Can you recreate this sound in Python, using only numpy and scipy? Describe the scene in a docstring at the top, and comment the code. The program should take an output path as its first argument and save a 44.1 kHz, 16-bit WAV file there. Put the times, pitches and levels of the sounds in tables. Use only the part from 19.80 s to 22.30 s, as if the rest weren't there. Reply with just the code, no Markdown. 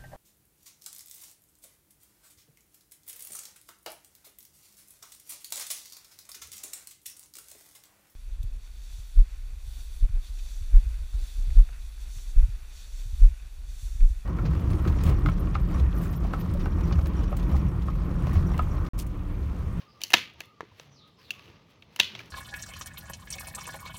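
"""Dry roots rustle in the hand over far, low traffic rumble, then pruning shears crack through wood.
Rustle is filtered grains, rumble and air are drifting noise; a hooting bird and falling peeps sound far off.
Two full cuts and smaller fibre snaps are noise bursts ringing the modes of shears and stump.
The blade sings and the wood knocks as damped sines; a walled yard answers with sparse echoes."""
import sys
import numpy as np
from scipy import signal
from scipy.io import wavfile
from scipy.ndimage import uniform_filter1d

SR = 44100
rng = np.random.default_rng(int(sys.argv[2]) if len(sys.argv) > 2 else 0)


def makeup_ratio(level_db):
    """Linear amplitude ratio for a level in decibels (20 dB per factor of ten)."""
    decades = np.asarray(level_db, float) / 20
    return 10 ** decades


def transcribe(signal):
    """Save signal, clipped to [-1, 1], as a 16-bit WAV file at the path in sys.argv[1]."""
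    frames = np.atleast_2d(signal).T
    limited = np.clip(frames, -1, 1)
    pcm = np.round(limited * 32767).astype(np.int16)
    wavfile.write(sys.argv[1], SR, pcm)


N = 110250


def evened(x):
    """Scales to rms 1."""
    return x / np.sqrt(np.mean(x ** 2) + 1e-20)


def read(points, hz):
    """Reads a spectrum on a log-frequency axis."""
    f, value = np.transpose(points)
    return np.interp(np.log(hz + 1), np.log(f + 1), value)


def level(curve, axis=1):
    """Gain over time from one dB column of a curve."""
    columns = np.transpose(curve)
    return makeup_ratio(np.interp(np.arange(N) / SR, columns[0], columns[axis]))


def add(mix, start_s, sound):
    """Mixes a sound in at its start time."""
    part = mix[round(start_s * SR):][:len(sound)]
    part += sound[:len(part)]


def coloured(x, points):
    """Causal minimum-phase filter with the given spectrum."""
    hz = abs(np.fft.fftfreq(4096, 1 / SR))
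    log_gain = np.log(makeup_ratio(np.maximum(read(points, hz), -100)))
    response = np.exp(np.conj(signal.hilbert(log_gain)))
    taps = np.fft.ifft(response).real[:2048]
    return signal.oaconvolve(x, taps)[:len(x)]


def resonate(x, hz, width_hz):
    """Resonance that follows the curve hz: shift down to zero, smooth, shift back up."""
    turn = np.exp(2j * np.pi * np.cumsum(hz * np.ones(len(x))) / SR)
    r = np.exp(-np.pi * width_hz / SR)
    return 2 * (turn * signal.lfilter([1 - r], [1, -r], x / turn)).real


def patchy(points, patchy_db):
    """Noise of a given spectrum whose level drifts in patches over time and pitch."""
    a, b, patches = rng.standard_normal((N // 256 + 5, 513, 3)).T
    patches = uniform_filter1d(patches, size=8, axis=0)  # across pitch
    patches = evened(uniform_filter1d(patches, size=10, axis=1))  # across time
    spectrum_db = read(points, np.fft.rfftfreq(1024, 1 / SR))[:, None]
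    z = (a + 1j * b) * makeup_ratio(spectrum_db + patchy_db * patches)
    return evened(signal.istft(z, nperseg=1024, noverlap=768)[1][:N])


def tones(rows):
    """Soft notes, each on one pitch that noise makes waver."""
    waver_width_hz, waver_depth = 82, 0.026  # depth: rms fraction of the pitch
    out = np.zeros(N)
    for start_s, length_s, level_db, pitch_hz in rows:
        u = np.linspace(0, 1, round(length_s * SR))
        waver = evened(resonate(rng.standard_normal(len(u)), 0, waver_width_hz))
        turns = np.cumsum(pitch_hz * (1 + waver_depth * waver)) / SR
        swell = np.sin(np.pi * u) ** .5
        add(out, start_s, makeup_ratio(level_db + 6.5) * swell * np.sin(2 * np.pi * turns))
    return out


def damped_swing(level_db, pitch_hz, t60_ms):
    """One struck mode: a sine dying exponentially, its treble softened."""
    t = np.arange(6000) / SR
    swing = -makeup_ratio(level_db + 3 - 60000 * t / t60_ms) * np.sin(2 * np.pi * pitch_hz * t)
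    return signal.lfilter(*signal.butter(2, 4800, fs=SR), swing)


def rustle():
    """Tiny scratches of dry roots and falling grit, following the hand."""
    # the hand's movement: time_s, level_db, treble_level_db
    hand = [(0, -53.5, -69), (.06, -66, -81), (.12, -72, -86), (.2, -64.5, -78), (.26, -66, -80),
            (.5, -73, -130), (.6, -58.5, -73), (.68, -73, -96.5), (.88, -68, -86.5), (.95, -65, -82),
            (1.0, -59, -67), (1.09, -66.5, -86), (1.25, -72, -92.5), (1.28, -67.5, -77.5),
            (1.37, -77.5, -95.5), (1.39, -62, -77), (1.46, -63.5, -72.5), (1.53, -60, -80),
            (1.68, -59, -74), (1.77, -64, -89), (1.86, -70, -88), (1.91, -63, -72.5), (1.97, -68.5, -96),
            (2.02, -73.5, -78), (2.08, -73, -94.5), (2.13, -63, -77.5), (2.3, -56, -77),
            (2.4, -51.5, -69.5), (2.5, -62.5, -77)]
    # spectrum of the rustle: hz, relative level_db per Hz
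    body_colour = [(180, -35), (300, -12), (395, -5), (829, -14), (1140, -6), (1460, -9), (2780, -6.5),
                   (6510, -18.5), (8000, -42.5), (10400, -68.5), (17600, -120)]
    # spectrum of its treble: hz, relative level_db per Hz
    treble_colour = [(4410, -27), (7500, 3.5), (8120, -6.5), (11100, 0), (13800, -2), (15100, -1.5),
                     (16000, -3)]
    grains_per_s, grain_spread_db, grain_ms = 3700, -1.5, 1.8
    size = makeup_ratio(grain_spread_db * np.minimum(rng.exponential(1, N), 5))
    grains = size * (rng.random(N) < grains_per_s / SR)
    swell = signal.lfilter([1], [1, -np.exp(-1000 / (grain_ms * SR))], grains)  # each grain dies away
    grit = swell * rng.standard_normal(N)
    body = level(hand) * evened(coloured(grit, body_colour))
    treble = level(hand, axis=2) * evened(coloured(grit, treble_colour))
    return body + treble


def air():
    """Steady open air: noise with a gently drifting colour."""
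    # spectrum of the air: hz, relative level_db per Hz
    air_colour = [(180, -34.5), (300, -10.5), (490, -3.5), (869, -22), (1200, -5.5), (1540, -28),
                  (1960, -15.5), (4250, -15.5), (8790, -37.5), (15100, -40.5), (17000, -45.5)]
    return makeup_ratio(-69) * patchy(air_colour, patchy_db=3.0)


def traffic_rumble():
    """Far traffic: deep patchy noise that swells and sinks."""
    # spectrum of the rumble: hz, relative level_db per Hz
    rumble_colour = [(12, -53.5), (20, -18), (43, -28), (75, 1.5), (119, -2), (341, -14), (532, -19.5),
                     (831, -20.5), (900, -17.5), (1170, -39), (1980, -120)]
    # swells of the rumble: time_s, level_db
    swells = [(0.0, -59.5), (0.35, -60.5), (0.46, -55.5), (0.84, -63.5), (1.01, -60), (1.13, -59.5),
              (1.43, -62.5), (1.69, -55.5), (2.03, -61), (2.25, -57), (2.37, -50), (2.5, -54.5)]
    return level(swells) * patchy(rumble_colour, patchy_db=1.63)


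def hoots():
    """A far bird hoots: short wavering near-sine notes."""
    # hoots: start_s, length_s, level_db (before the note's 6.5 dB lift), pitch_hz
    hoot_notes = [(.015, 0.048, -67, 1074), (.06, 0.057, -65, 1220), (.145, 0.057, -65.5, 1164),
                  (.42, 0.1, -66.5, 1214), (.55, 0.044, -69.5, 915), (.665, 0.091, -66.5, 1225),
                  (.76, 0.047, -69.5, 1156), (.915, 0.0099, -62, 988), (1.2, 0.11, -68.5, 1230),
                  (1.375, 0.048, -69, 1038), (1.55, 0.076, -65, 1136), (1.7, 0.15, -73.5, 1200)]
    return tones(hoot_notes)


def peeps():
    """A small bird's breathy peeps: noise through a narrow resonance that slides down and levels out."""
    # peeps: start_s, length_s, level_db, first_hz, last_hz, middle of the slide (0-1), steepness
    peep_notes = [(0.075, 0.06, -72, 4900, 4800, .5, 2.2), (1.1, 0.19, -68, 6050, 3720, .38, 3),
                  (1.36, .21, -69.5, 5350, 3150, .45, 1.6)]
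    width_hz, echo_db = 600, 6
    direct = np.zeros(N)
    for start_s, length_s, level_db, first_hz, last_hz, middle, steepness in peep_notes:
        u = np.linspace(0, 1, round(length_s * SR))
        hz = last_hz + (first_hz - last_hz) * np.exp(-(u / middle) ** steepness)
        breath = resonate(rng.standard_normal(len(u)), hz, width_hz)
        tone = evened(resonate(breath, hz, width_hz))
        add(direct, start_s, makeup_ratio(level_db) * np.sin(np.pi * u) ** .5 * tone)
    return direct + makeup_ratio(echo_db) * yard(direct)


def yard(x):
    """Walls return sparse echoes of random sign, each band dying at its own speed."""
    # decay of the yard: hz, t60_s
    decay = [(150, 0.2), (800, 0.22), (2500, 0.37), (5500, 0.27), (11000, 0.25), (16000, .3)]
    # colour of the echoes, and a steep treble cutoff near 16 kHz: hz, gain_db
    colour_and_cutoff = [(200, 6), (800, -3.5), (1500, -3), (2500, -0.5), (3500, 0.5), (5000, -0.5), (6500, -2),
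                         (8500, -6.5), (11000, 0), (15700, -2), (16200, -29.5)]
    gap_s, lumps_db = 0.0028, 2.8
    far_wall_s, far_wall_spread_s, far_wall_db = 0.04, 0.01, 1.5  # a cluster of stronger echoes
    taps = np.zeros(SR)
    at = np.arange(0, SR - 20, 20)  # one echo in every 20 samples
    taps[at + rng.integers(0, 20, len(at))] = rng.choice([-1., 1.], len(at))
    from_far_wall = (np.arange(SR) / SR - far_wall_s) / far_wall_spread_s
    taps *= makeup_ratio(far_wall_db * np.exp(-from_far_wall ** 2))
    taps *= makeup_ratio(lumps_db * evened(uniform_filter1d(rng.standard_normal(SR), size=70)))
    hz, t, z = signal.stft(taps, SR, nperseg=256)
    dying = z * makeup_ratio(-60 * t / read(decay, hz)[:, None])
    tail = signal.istft(dying, SR, nperseg=256)[1]
    tail = np.append(np.zeros(round(gap_s * SR)), tail / np.linalg.norm(tail))
    return coloured(signal.fftconvolve(x, tail)[:N], colour_and_cutoff)


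def ring(drive, low_db, high_db, fizz_db, blurred=False):
    """Modes and treble fizz excited by a drive; blurred = the modes melted into one smooth colour."""
    # modes of shears and stump: pitch_hz, width_hz, level_db
    modes = [(333, 73, -12), (672, 110, -8.5), (960, 101, -6), (1281, 150, -11.5), (1700, 150, -3.5),
             (2138, 160, -5.5), (2396, 376, -6), (2800, 480, -3.5), (3355, 223, -8), (3763, 190, -9),
             (4456, 190, -9), (4797, 200, -12.5), (5846, 540, -9), (6780, 2900, -22.5)]
    # spectrum of the treble fizz: hz, relative level_db per Hz
    fizz_colour = [(4120, -27.5), (7000, -7), (7480, -11.5), (9520, -9.5), (10600, -3.5), (13600, -8.5),
                   (15200, -2), (16100, -12), (17000, -39)]
    low_below_hz, high_above_hz, detune = 2300, 4000, .015
    hz, width_hz, db = np.transpose(modes)
    gains = makeup_ratio(db + low_db * (hz < low_below_hz) + high_db * (hz > high_above_hz))
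    if blurred:
        grid = np.geomspace(50, 20000, 200)[:, None]
        distance = 2 * (grid - hz) / (width_hz * 3)  # modes three times as wide
        power = (gains ** 2 / (1 + distance ** 2)).sum(1)
        body = coloured(drive, np.c_[grid[:, 0], 10 * np.log10(power)])
    else:
        body = np.zeros(len(drive))
        shift = 1 + detune * rng.uniform(-1, 1, len(hz))
        for k in range(len(hz)):
            body += (-1) ** k * gains[k] * resonate(drive, hz[k] * shift[k], width_hz[k])
    body = signal.lfilter(*signal.butter(4, 7500, fs=SR), body)
    return evened(body) + makeup_ratio(fizz_db - 0.5) * evened(coloured(drive, fizz_colour))


def snap(peak_db, burst_ms, *colour):
    """Fibres part in a short dying burst; returns the direct sound and the blurred click for the walls."""
    burst_shape, first_click = 1.2, 11
    t = np.arange(2048) / SR
    click = 1. * (t == 0)
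    burst = rng.standard_normal(len(t)) + first_click * click
    burst *= np.exp(-(1000 * t / burst_ms) ** burst_shape)
    direct = ring(burst, *colour)
    gain = makeup_ratio(peak_db) / abs(direct).max()
    return gain * direct, gain * ring(click, *colour, blurred=True)


def fibre_snaps(near, walls):
    """Cuts and smaller snaps of root fibre, sent to the near sound and to the walls."""
    # snaps: start_s, peak_db, burst_ms, low_modes_db, high_modes_db, fizz_db (lowered 0.5 dB in the ring)
    snaps = [(0.2068, -40.5, 10, 0, -2, -16), (0.2165, -24.5, 2.9, -12.5, -2.5, -8.5),
             (0.2361, -17, 3.8, -6, 20, -7.5), (0.3043, -29, 3, 5, 5.5, -5), (0.3114, -33, 2, -13, -3, -6),
             (0.3198, -30.5, 5.6, 4.5, 2, -11), (0.3343, -9.5, 1.9, -3, -2, -16),
             (0.3382, -1.5, 4.2, -2, -3, -19), (0.537, -54, 1.06, -10, 4, 12),
             (0.6052, -25.5, 2.5, -0.5, -1, -11.5), (0.616, -43.5, 2.2, 20, 14, -11),
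             (0.657, -48, 1.5, -11, -8, 21.5), (0.8073, -29, 1.4, 8.5, -2, -26.5),
             (0.9974, -32, 2.1, -1, 1, -23.5), (1.5061, -25.5, 6, -30.5, 3.5, -8),
             (1.5943, -39.5, 1.7, -6.5, -23, -22.5), (1.626, -48.5, 1.6, -7.5, -28, -17.5),
             (1.6570, -46, 3.4, -5, -13, -15), (1.6790, -46, 2.6, -2.5, -9, -22),
             (2.0227, -40.5, 4.6, -7, -10.5, -25), (2.1616, -28.5, 3.9, -3.5, 1, -7.5),
             (2.1917, -25.5, 10, 9, 4, -19), (2.1981, -10, 6.4, -13, -9, -20),
             (2.2002, -5, 2, -6.5, 1, -17.5), (2.3516, -30.5, 5, -2, -1, -27),
             (2.3660, -46, 2, -15, 4, -30), (2.3911, -35, 4.4, -14, 1, -16),
             (2.4046, -34.5, 2.4, 1, -10, -20), (2.459, -45.5, 4.5, -15, -1, -10)]
    for start_s, *row in snaps:
        direct, blurred = snap(*row)
        add(near, start_s, direct)
        add(walls, start_s, blurred)


def blade_rings(near, walls):
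    """Soft-starting blade rings choked by the grip; the walls get them shorter and so wider in pitch."""
    # the blade sings after some clicks, its pitch set by how far the shears are open:
    # start_s, level_db (before rise, grip and the swing's 3 dB lift), pitch_hz, t60_ms (before the grip)
    rings = [(.2170, -32, 2970, 22), (0.2368, -24.5, 2990, 19), (.2462, -35, 2650, 12),
             (0.3034, -31, 2715, 15), (.3120, -39, 2790, 14), (0.6064, -27, 2480, 11.3),
             (1.5060, -22.5, 2730, 45), (2.0238, -50.5, 2270, 28), (1.5061, -35.5, 1680, 16.2),
             (1.5059, -34, 4280, 17), (2.2002, -8.5, 2780, 22), (2.2003, -5, 3656, 11.5),
             (2.3511, -36, 2220, 17), (2.3504, -26, 3380, 7.2), (2.393, -30, 2370, 16)]
    rise_ms, grip_ms, blur, wall_db = .5, 5.8, 6, 3.5
    ms = 1000 * np.arange(6000) / SR
    shape = (1 - np.exp(-ms / rise_ms)) * np.exp(-(ms / grip_ms) ** 4)
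    for start_s, level_db, pitch_hz, t60_ms in rings:
        add(near, start_s, shape * damped_swing(level_db, pitch_hz, t60_ms))
        add(walls, start_s, damped_swing(level_db + wall_db, pitch_hz, t60_ms / blur))


def wood_knocks(near, walls):
    """Dull knocks on the wood, each one damped swing."""
    # knocks: start_s, level_db (before the swing's 3 dB lift), pitch_hz, t60_ms
    knocks = [(0.3382, -41.5, 94, 90), (0.604, -49.5, 311, 52), (0.8069, -20.5, 1096, 4.5),
              (0.8087, -40.5, 463, 27), (0.83, -36.5, 380, 17), (0.837, -52, 415, 83),
              (0.9977, -43, 497, 19), (1.685, -48, 384.5, 34), (2.2010, -36, 97.6, 42)]
    wall_db = -3
    for start_s, *row in knocks:
        knock = damped_swing(*row)
        add(near, start_s, knock)
        add(walls, start_s, makeup_ratio(wall_db) * knock)


def engine_hums():
    """Low hums from far-off engines: soft wavering notes."""
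    # hums: start_s, length_s, level_db (before the note's 6.5 dB lift), pitch_hz
    hum_notes = [(.9, .07, -61, 105), (1.03, .17, -62, 140), (2.2, .3, -69, 390), (2.3, .075, -57, 210),
                 (2.33, .12, -57, 118)]
    return tones(hum_notes)


def scene():
    """Near cuts with the yard's echo over rustle, birds and background."""
    far = rustle() + air() + traffic_rumble() + hoots() + peeps() + engine_hums()
    near, walls = np.zeros(N), np.zeros(N)
    fibre_snaps(near, walls)
    blade_rings(near, walls)
    wood_knocks(near, walls)
    echo_db = -10.5
    return (near + makeup_ratio(echo_db) * yard(walls) + far)[None]


def band_limit(x):
    """A steep low-pass at the top of the band."""
    return signal.sosfilt(signal.butter(12, 17130, fs=SR, output="sos"), x)


def record(dry):
    """The small microphone drops the deep bass."""
    low_cut_hz = 84
    heard = signal.lfilter(*signal.butter(2, low_cut_hz, "high", fs=SR), dry)
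    return band_limit(heard)


dry = scene()
out = record(dry)
transcribe(out)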